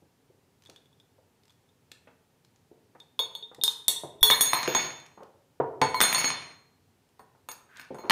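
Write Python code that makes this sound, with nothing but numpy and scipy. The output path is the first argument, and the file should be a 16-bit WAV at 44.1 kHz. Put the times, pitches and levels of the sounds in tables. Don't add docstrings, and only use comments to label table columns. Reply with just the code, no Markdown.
import sys
import numpy as np
from scipy import signal
from scipy.fft import rfft, irfft, next_fast_len
from scipy.io import wavfile
from scipy.ndimage import uniform_filter1d

SR = 44100
rng = np.random.default_rng(int(sys.argv[2]) if len(sys.argv) > 2 else 0)


def persist_wave(psi):
    counts = np.round(np.clip(psi, -1, 1) * 32767).astype(np.int16)
    wavfile.write(sys.argv[1], SR, np.atleast_2d(counts).T)


N = 357651
T = np.arange(N) / SR

# pitch_hz, level_db (per Hz)
BACKGROUND_COLOUR = [(15, -44), (25, -22.5), (69, -11), (91, 0.5), (183, -4), (215, -8.5), (253, -3.5),
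                     (322, -11.5), (410, -7), (614, -16.5), (666, -15), (945, -14.5), (1050, -19.5),
                     (5280, -26.5), (15500, -32)]
TABLE_COLOUR = [(25, -55.5), (70, -20), (132, -10), (170, -8), (250, -9), (330, -3), (430, 0), (650, -4),
                (900, -1.5), (1300, -8), (3000, -6)]
CLICK_COLOUR = [(40, -37.5), (200, -6.5), (900, -4), (2000, -3.5), (3800, -1.5), (6000, -3), (10000, -11),
                (15000, -18.5)]
CLACK_COLOUR = [(30, -47), (70, -26), (130, -8), (250, -3), (500, -8.5), (950, 3.5), (1500, 1.5), (2300, 1),
                (3500, -4), (5000, -12), (7500, -28), (11000, -46.5)]
TICK_COLOUR = [(60, -49), (500, -24.5), (2500, -23), (3600, 1.5), (5200, -2.5), (6200, -5), (8600, -0.5),
               (10500, -4), (13000, 3), (15500, -10.5)]
RATTLE_COLOUR = [(30, -43), (90, -12), (132, 7), (180, -1), (260, -8), (500, -2), (950, 3.5), (1500, 0.5),
                 (2200, 6), (3000, 0), (4500, -4), (6000, -5), (8000, -31.5), (12000, -39.5)]
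BACKGROUND_DB = -67

# pitch_hz, fade_60db_s
ROOM_FADE = [(125, 0.8), (500, 0.65), (2000, 0.57), (5500, 0.34), (9000, 0.37), (14000, 0.16)]

# start_s, level_db, upper_edge_hz
THUDS = [(.02, -55.5, 513), (.298, -57.5, 520), (.69, -52.5, 806), (1.181, -58, 810), (2.073, -50.5, 2190),
         (2.713, -50, 540), (2.775, -61, 595), (2.95, -50.5, 1700), (3.192, -36, 1100), (3.514, -48, 1311),
         (3.583, -44.5, 582), (3.882, -39, 1115), (4.035, -34, 902.3), (4.155, -52, 500),
         (4.677, -26.5, 820), (5.6, -22, 1094), (5.815, -16.5, 1600), (7.194, -48, 1500), (7.35, -61, 1380),
         (7.488, -45.5, 2200), (7.905, -32.5, 549)]
# pitch_hz, level_db, fade_60db_s
TABLE_MODES = [(138, -7, 0.2), (418, -12, 0.32), (515, -11.5, 0.18)]
# start_s, length_s, final_level_db, swell_db
PATTER = [(5.174, .06, -46, 0.0031), (7.945, 0.127, -38.5, 0)]
LANDING_DB, LANDING_EDGE_HZ = -14.5, 1050

# start_s, length_s, final_level_db, swell_db
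NIBBLES = [(.622, 0.055, -56, 3), (1.435, 0.079, -59, 1.5), (7.771, 0.062, -48, -0.5)]
# start_s, level_db
CLICKS = [(.698, -45), (.761, -59), (1.917, -40.5), (2.448, -56), (2.56, -62), (2.95, -74), (3.001, -51),
          (3.547, -44.5), (3.679, -30.5), (5.001, -51), (5.063, -52), (5.233, -54), (7.09, -66),
          (7.193, -60), (7.515, -40)]
# start_s, ring_db
PECKS = [(0.66, -52), (.761, -48), (0.857, -60.5), (.928, -66), (1.0, -56.5), (1.496, -59), (1.69, -65),
         (1.916, -51)]
PECK_ANGLE_DEG, PECK_RING_SHARE = 12, 0.28
PECK_OVERTONES_DB, PECK_CLICK_DB = -30, -5

# start_s, ring_db, angle_deg (round the rim from the handle),
# overtones_db (above the ring), ring_share (of the free ring time)
MUG_BLOWS = [(3.003, -49, 26, -35, 0.5), (3.1919, -23, 27.4, -25, 0.77), (3.3516, -26.5, 6, -31, 0.24),
             (3.426, -39, 33, -50.5, 0.95), (3.6137, -37, 40, -24, 0.437), (3.6371, -19, 37, -14.5, 0.46),
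             (3.679, -17, 46, -27, 0.2), (3.8817, -22, 27, -7.5, 0.59), (3.961, -31.5, 28, -32.5, 0.82),
             (4.209, -45, 18, -7, 0.88), (4.2295, -10.5, 5, -7, 0.96), (4.3099, -17.5, 23, -29.5, 0.96),
             (4.4092, -25.5, 21, 4, 0.81)]
MUG_GROUPS_HZ = [900, 3430, 3655, 6500]
# pitch_hz, level_db, fade_60db_s (before the ring share)
MUG_MODES = [(431, -2, .19), (921, -2, .17), (3429, 0, .2), (3655, 0, .27), (5180, -14, .04),
             (5636, -12, .14), (8732, -10, .11), (10250, -3, .16), (10285, -4, .16), (12760, -9, .14),
             (13190, -2, .14), (13550, -10, .16)]
HOLLOW_DB = -19

# start_s, clack_db, tick_db, ring_db, tilt_db (of the ring, per octave),
# place (point of contact as a share of its length)
SPOON_BLOWS = [(3.1916, -39.0, -37, -31.5, -3, 0.573), (3.351, -57, -46, -50.5, -4, 0.34),
               (3.6367, -38, -16, -35.5, 9, 0.93), (3.6798, -57, -29.5, -47.5, 3, 0.81),
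               (3.8815, -34, -11, -27, 8.5, 0.31), (4.2291, -20, -15, -23.5, 14.5, 0.135),
               (4.3013, -17, -39.5, -25.0, 5.5, 0.92), (4.311, -47.0, -19.5, -22.0, 2, 0.4),
               (4.4087, -25.5, -22.5, -27.5, 10, 0.258), (4.459, -48, -32, -27.5, 0.5, 0.84),
               (4.5327, -18.5, -39.5, -26, 2.5, 0.501), (4.5504, -28, -44.0, -27.5, 0.5, 0.398),
               (4.6305, -28, -37.5, -38.5, 3, 0.72), (4.6768, -26.5, -46.5, -33.0, 0.5, 0.829),
               (4.749, -21, -31.5, -25, -4.5, 0.82), (5.816, -21.5, -30, -33.5, -7.5, 0.44),
               (5.9443, -31.5, -43.5, -30.5, -3.5, 0.4003), (6.0043, -20, -19.5, -32, 12, 0.21),
               (6.013, -18, -18.5, -20, 7.5, 0.95), (6.037, -22, -27.5, -23.0, -1, 0.61),
               (6.1276, -25, -40.0, -32.5, 9.0, 0.935), (6.146, -27.5, -49, -25.0, 1.5, 0.54),
               (6.1813, -27.0, -53, -27, 0.0, 0.426), (6.2435, -23, -52, -30, -0.5, 0.9),
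               (6.3031, -27, -57.5, -35, -5.5, 0.37), (7.194, -63, -75.5, -67.5, 5.5, 0.58),
               (7.4877, -40.5, -39, -38.5, 0.0, 0.062), (7.5158, -63.5, -40.5, -55, 14, 0.92),
               (7.7965, -40.5, -70, -56.5, 3.0, 0.16), (7.945, -60.5, -56, -65, 9, 0.81),
               (7.985, -58.5, -65, -52, 1, 0.395), (8.0975, -13.5, -24, -22, 1.5, 0.405),
               (8.107, -11, -30, -29.5, 2, 0.74)]
# pitch_hz, level_db, fade_60db_s (before the ring share)
SPOON_MODES = [(880, -7, .2), (1008, -2, .13), (2215, -15, .42), (3553, 0, .48), (4210, 0, .64),
               (4394, -1, .42), (5800, -7, .04), (6585, -1, .48), (6690, -7, .52), (8920, 0, .48),
               (9680, -5, .42), (11245, -5, .47), (12048, 0, .42), (14710, -5, .42)]
# pitch_hz, half_waves (along its length), level_db
SPOON_BENDS = [(950, 4.2, 4), (2215, 4.5, 8), (3553, 6.2, -3), (4210, 8, -1), (4394, 9, -.5),
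               (6600, 11.1, 3), (8922, 11.5, -2.5), (12050, 11.9, -10)]
NODE_DB = -17.5
# grip_s, release_s
HELD = [(3, 4.2), (7, 7.9)]
HELD_RING_SHARE, FREE_RING_SHARE = 0.46, 0.95

# start_s, level_db
JOLTS = [(4.218, -30), (6.004, -38.5)]
JOLT_HZ, JOLT_FADE_S = 52, .07
# start_s, length_s, final_level_db, swell_db
CHATTER = [(4.4, .37, -38.5, 9), (6.02, .22, -37, 1.5), (7.76, 0.036, -58.5, 3), (7.95, .13, -64, 14.5)]
# start_s, length_s, final_level_db, swell_db
SLIDE = (7.69, .1, -51, 13)

FADE_RANGE_DB = 30
TOP_HZ = 15400


def amp(db):
    return 10 ** (np.asarray(db) / 20)


def fade(t, fade_s):
    return np.exp(-np.log(1000) * t / fade_s)


def on_log_axis(hz, points):
    point_hz, value = np.transpose(points)
    return np.interp(np.log(hz + 1e-3), np.log(point_hz), value)


def colour(x, spectrum, edge_hz=SR):
    hz = np.arange(len(x) // 2 + 1) * SR / len(x)
    gain = amp(on_log_axis(hz, spectrum)) / np.sqrt(1 + (hz / edge_hz) ** 8)
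    log_gain = np.log(gain / np.sqrt(np.mean(gain ** 2)))
    cepstrum = irfft(log_gain, len(x))
    cepstrum[1:len(x) // 2] *= 2
    cepstrum[len(x) // 2:] = 0
    return irfft(rfft(x) * np.exp(rfft(cepstrum)), len(x))


def noise(envelope, spectrum, edge_hz=SR):
    size = next_fast_len(len(envelope), True)
    shake = envelope * rng.choice([-1, 1], len(envelope))
    padded = np.pad(shake, (0, size - len(envelope)))
    return colour(padded, spectrum, edge_hz)[:len(envelope)]


def add(track, start_s, sound):
    i = max(int(start_s * SR), 0)
    track[i:i + len(sound)] += sound[:max(N - i, 0)]


def bursts(rows, spectrum, fade_s):
    out = np.zeros(N)
    envelope = fade(T[:SR // 5], fade_s)
    for start_s, level_db, *edge_hz in rows:
        add(out, start_s, amp(level_db) * noise(envelope, spectrum, *edge_hz))
    return out


def swell(t, run, fall_db_per_s):
    start_s, length_s, final_db, swell_db = run
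    past_end = t - start_s - length_s
    growth_db = swell_db * np.minimum(past_end / length_s, 0)
    return final_db + growth_db - fall_db_per_s * np.maximum(past_end, 0)


def flurry(runs, per_second, scatter_db, fall_db_per_s):
    rows = []
    for run in runs:
        start_s, length_s = run[:2]
        spacing, luck = rng.standard_normal((2 ** 8, 2)).T
        gaps = np.exp(.4 * spacing) / per_second
        times = start_s + np.cumsum(gaps) - gaps[0]
        level_db = swell(times, run, fall_db_per_s) + scatter_db * np.clip(luck, -2, 1.5)
        kept = times < start_s + length_s + FADE_RANGE_DB / fall_db_per_s
        rows += list(zip(times[kept], level_db))
    return rows


def wander(per_second):
    knots = np.arange(0, T[-1] + 1, 1 / per_second)
    return np.interp(T, knots, rng.standard_normal(len(knots)))


def ring(times, levels_db, groups_hz, modes, ring_share, sway, sway_rate):
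    last = np.maximum(np.searchsorted(times, T, side="right") - 1, 0)
    age = np.maximum(T - times[last], 0) / np.maximum(ring_share, .1)[last]
    out = np.zeros(N)
    for pitch_hz, level_db, fade_s in modes:
        blow_db = np.array([np.interp(pitch_hz, groups_hz, row) for row in levels_db])
        swing = amp(level_db + blow_db)
        start_phase = 2 * np.pi * rng.random(len(times))
        envelope = (T >= times[0]) * swing[last] * np.exp(sway * wander(sway_rate)) * fade(age, fade_s)
        phase = start_phase[last] + sway * wander(sway_rate)
        motion = uniform_filter1d(envelope * np.exp(1j * phase), size=24)
        out += np.imag(motion * np.exp(2j * np.pi * pitch_hz * T))
    return out


def background():
    return noise(np.full(N, amp(BACKGROUND_DB)), BACKGROUND_COLOUR)


def room(gap_s=0.0013, build_s=0.0027):
    t = T[:SR]
    hz = np.arange(SR // 2 + 1)
    white = rfft(rng.standard_normal(SR))
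    centres_hz = np.geomspace(100, 16000, 9)
    tail = 0
    for centre_hz, weights in zip(centres_hz, np.eye(len(centres_hz))):
        band = irfft(white * on_log_axis(hz, np.c_[centres_hz, weights]), SR)
        tail = tail + band * fade(t, on_log_axis(centre_hz, ROOM_FADE))
    tail *= 1 - np.exp(-np.maximum(t - gap_s, 0) / build_s)
    return tail / np.sqrt(np.sum(tail ** 2))


def table(step_edge_hz=1250):
    hard = [(start_s, clack_db) for start_s, clack_db, *_ in SPOON_BLOWS if clack_db > -23]
    landings = [(start_s, clack_db + LANDING_DB, LANDING_EDGE_HZ) for start_s, clack_db in hard]
    blows = list(THUDS) + landings
    patter = flurry(PATTER, per_second=42, scatter_db=1, fall_db_per_s=600)
    steps = [(start_s, level_db, step_edge_hz) for start_s, level_db in patter]
    out = bursts(blows + steps, TABLE_COLOUR, fade_s=.12)
    t = T[:SR]
    boom = np.zeros(len(t))
    for pitch_hz, level_db, fade_s in TABLE_MODES:
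        boom += amp(level_db) * np.sin(2 * np.pi * pitch_hz * t) * fade(t, fade_s)
    boom *= 1 - np.exp(-t / .004)
    for start_s, level_db, _ in blows:
        if level_db > -35:
            add(out, start_s, amp(level_db - 3.5) * boom)
    return out


def dry_clicks():
    pecks = [(start_s, ring_db + PECK_CLICK_DB) for start_s, ring_db in PECKS]
    nibbles = flurry(NIBBLES, per_second=60, scatter_db=1.5, fall_db_per_s=900)
    return bursts(list(CLICKS) + pecks + nibbles, CLICK_COLOUR, fade_s=0.018)


def mug():
    pecks = [(start_s, ring_db, PECK_ANGLE_DEG, PECK_OVERTONES_DB, PECK_RING_SHARE)
             for start_s, ring_db in PECKS]
    start_s, ring_db, angle_deg, overtones_db, ring_share = np.transpose(pecks + list(MUG_BLOWS))
    turn = 2 * np.radians(angle_deg)
    lower_db, upper_db = 20 * np.log10(np.abs([np.cos(turn), np.sin(turn)]) + 1e-3)
    levels_db = np.c_[ring_db + HOLLOW_DB, ring_db + lower_db, ring_db + upper_db, ring_db + overtones_db]
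    return ring(start_s, levels_db, MUG_GROUPS_HZ, MUG_MODES, ring_share, sway=0.43, sway_rate=60)


def is_held(s):
    return np.any([(s > grip_s) & (s < release_s) for grip_s, release_s in HELD], axis=0)


def spoon_contact(china_hz=14500, table_hz=8500):
    start_s, clack_db, tick_db, *_ = np.transpose(SPOON_BLOWS)
    on_table = (start_s > 4.44) & ~is_held(start_s)
    edge_hz = np.where(on_table, table_hz, china_hz)
    clack = amp(5.5) * bursts(zip(start_s, clack_db), CLACK_COLOUR, fade_s=.016)
    tick = amp(4.5) * bursts(zip(start_s, tick_db, edge_hz), TICK_COLOUR, fade_s=.01)
    return clack + tick


def spoon_ring():
    start_s, _, _, ring_db, tilt_db, place = np.transpose(SPOON_BLOWS)
    pitch_hz, half_waves, bend_db = np.transpose(SPOON_BENDS)
    reach = np.hypot(np.cos(np.pi * np.outer(place, half_waves)), amp(NODE_DB))
    octaves = np.log2(pitch_hz / 5000)
    levels_db = ring_db[:, None] + np.outer(tilt_db, octaves) + bend_db + 20 * np.log10(reach)
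    ring_share = np.where(is_held(start_s), HELD_RING_SHARE, FREE_RING_SHARE)
    return ring(start_s, levels_db, pitch_hz, SPOON_MODES, ring_share, sway=0.44, sway_rate=40)


def jolts():
    out, t = np.zeros(N), T[:SR // 2]
    thump = np.sin(2 * np.pi * JOLT_HZ * t) * fade(t, JOLT_FADE_S)
    for start_s, level_db in JOLTS:
        add(out, start_s, amp(level_db) * thump)
    return out


def chatter(fade_s=0.018):
    envelope = np.zeros(N)
    bounce = fade(T[:SR // 10], fade_s)
    for start_s, level_db in flurry(CHATTER, per_second=150, scatter_db=4, fall_db_per_s=95):
        add(envelope, start_s, amp(level_db) * bounce)
    return noise(envelope, RATTLE_COLOUR)


def slide(steel_hz=1550, width_hz=170):
    band = [(300, -40), (steel_hz - 2 * width_hz, -13), (steel_hz, 0),
            (steel_hz + 2 * width_hz, -10), (6000, -36)]
    envelope = (T > SLIDE[0]) * amp(swell(T, SLIDE, fall_db_per_s=400))
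    return noise(envelope, band)


def scene():
    thuds = table() + jolts()
    clicks = amp(1.5) * dry_clicks()
    china = amp(2.5) * mug()
    contact = spoon_contact()
    steel = amp(-0.5) * spoon_ring()
    rattle = amp(6.5) * chatter() + slide()
    sent = amp(-8.0) * thuds + amp(-7.5) * clicks + amp(-10.5) * china
    sent += amp(-5.5) * contact + amp(-12.5) * steel + amp(-5) * rattle
    echo = signal.fftconvolve(sent, room())[:N]
    return (background() + thuds + clicks + china + contact + steel + rattle + echo)[None]


def record(dry):
    ceiling = 0.75
    rounded = ceiling * np.tanh(dry / ceiling)
    top_cut = signal.ellip(8, .2, 70, TOP_HZ, fs=SR, output="sos")
    return signal.sosfilt(top_cut, rounded)


dry = scene()
out = record(dry)
persist_wave(out)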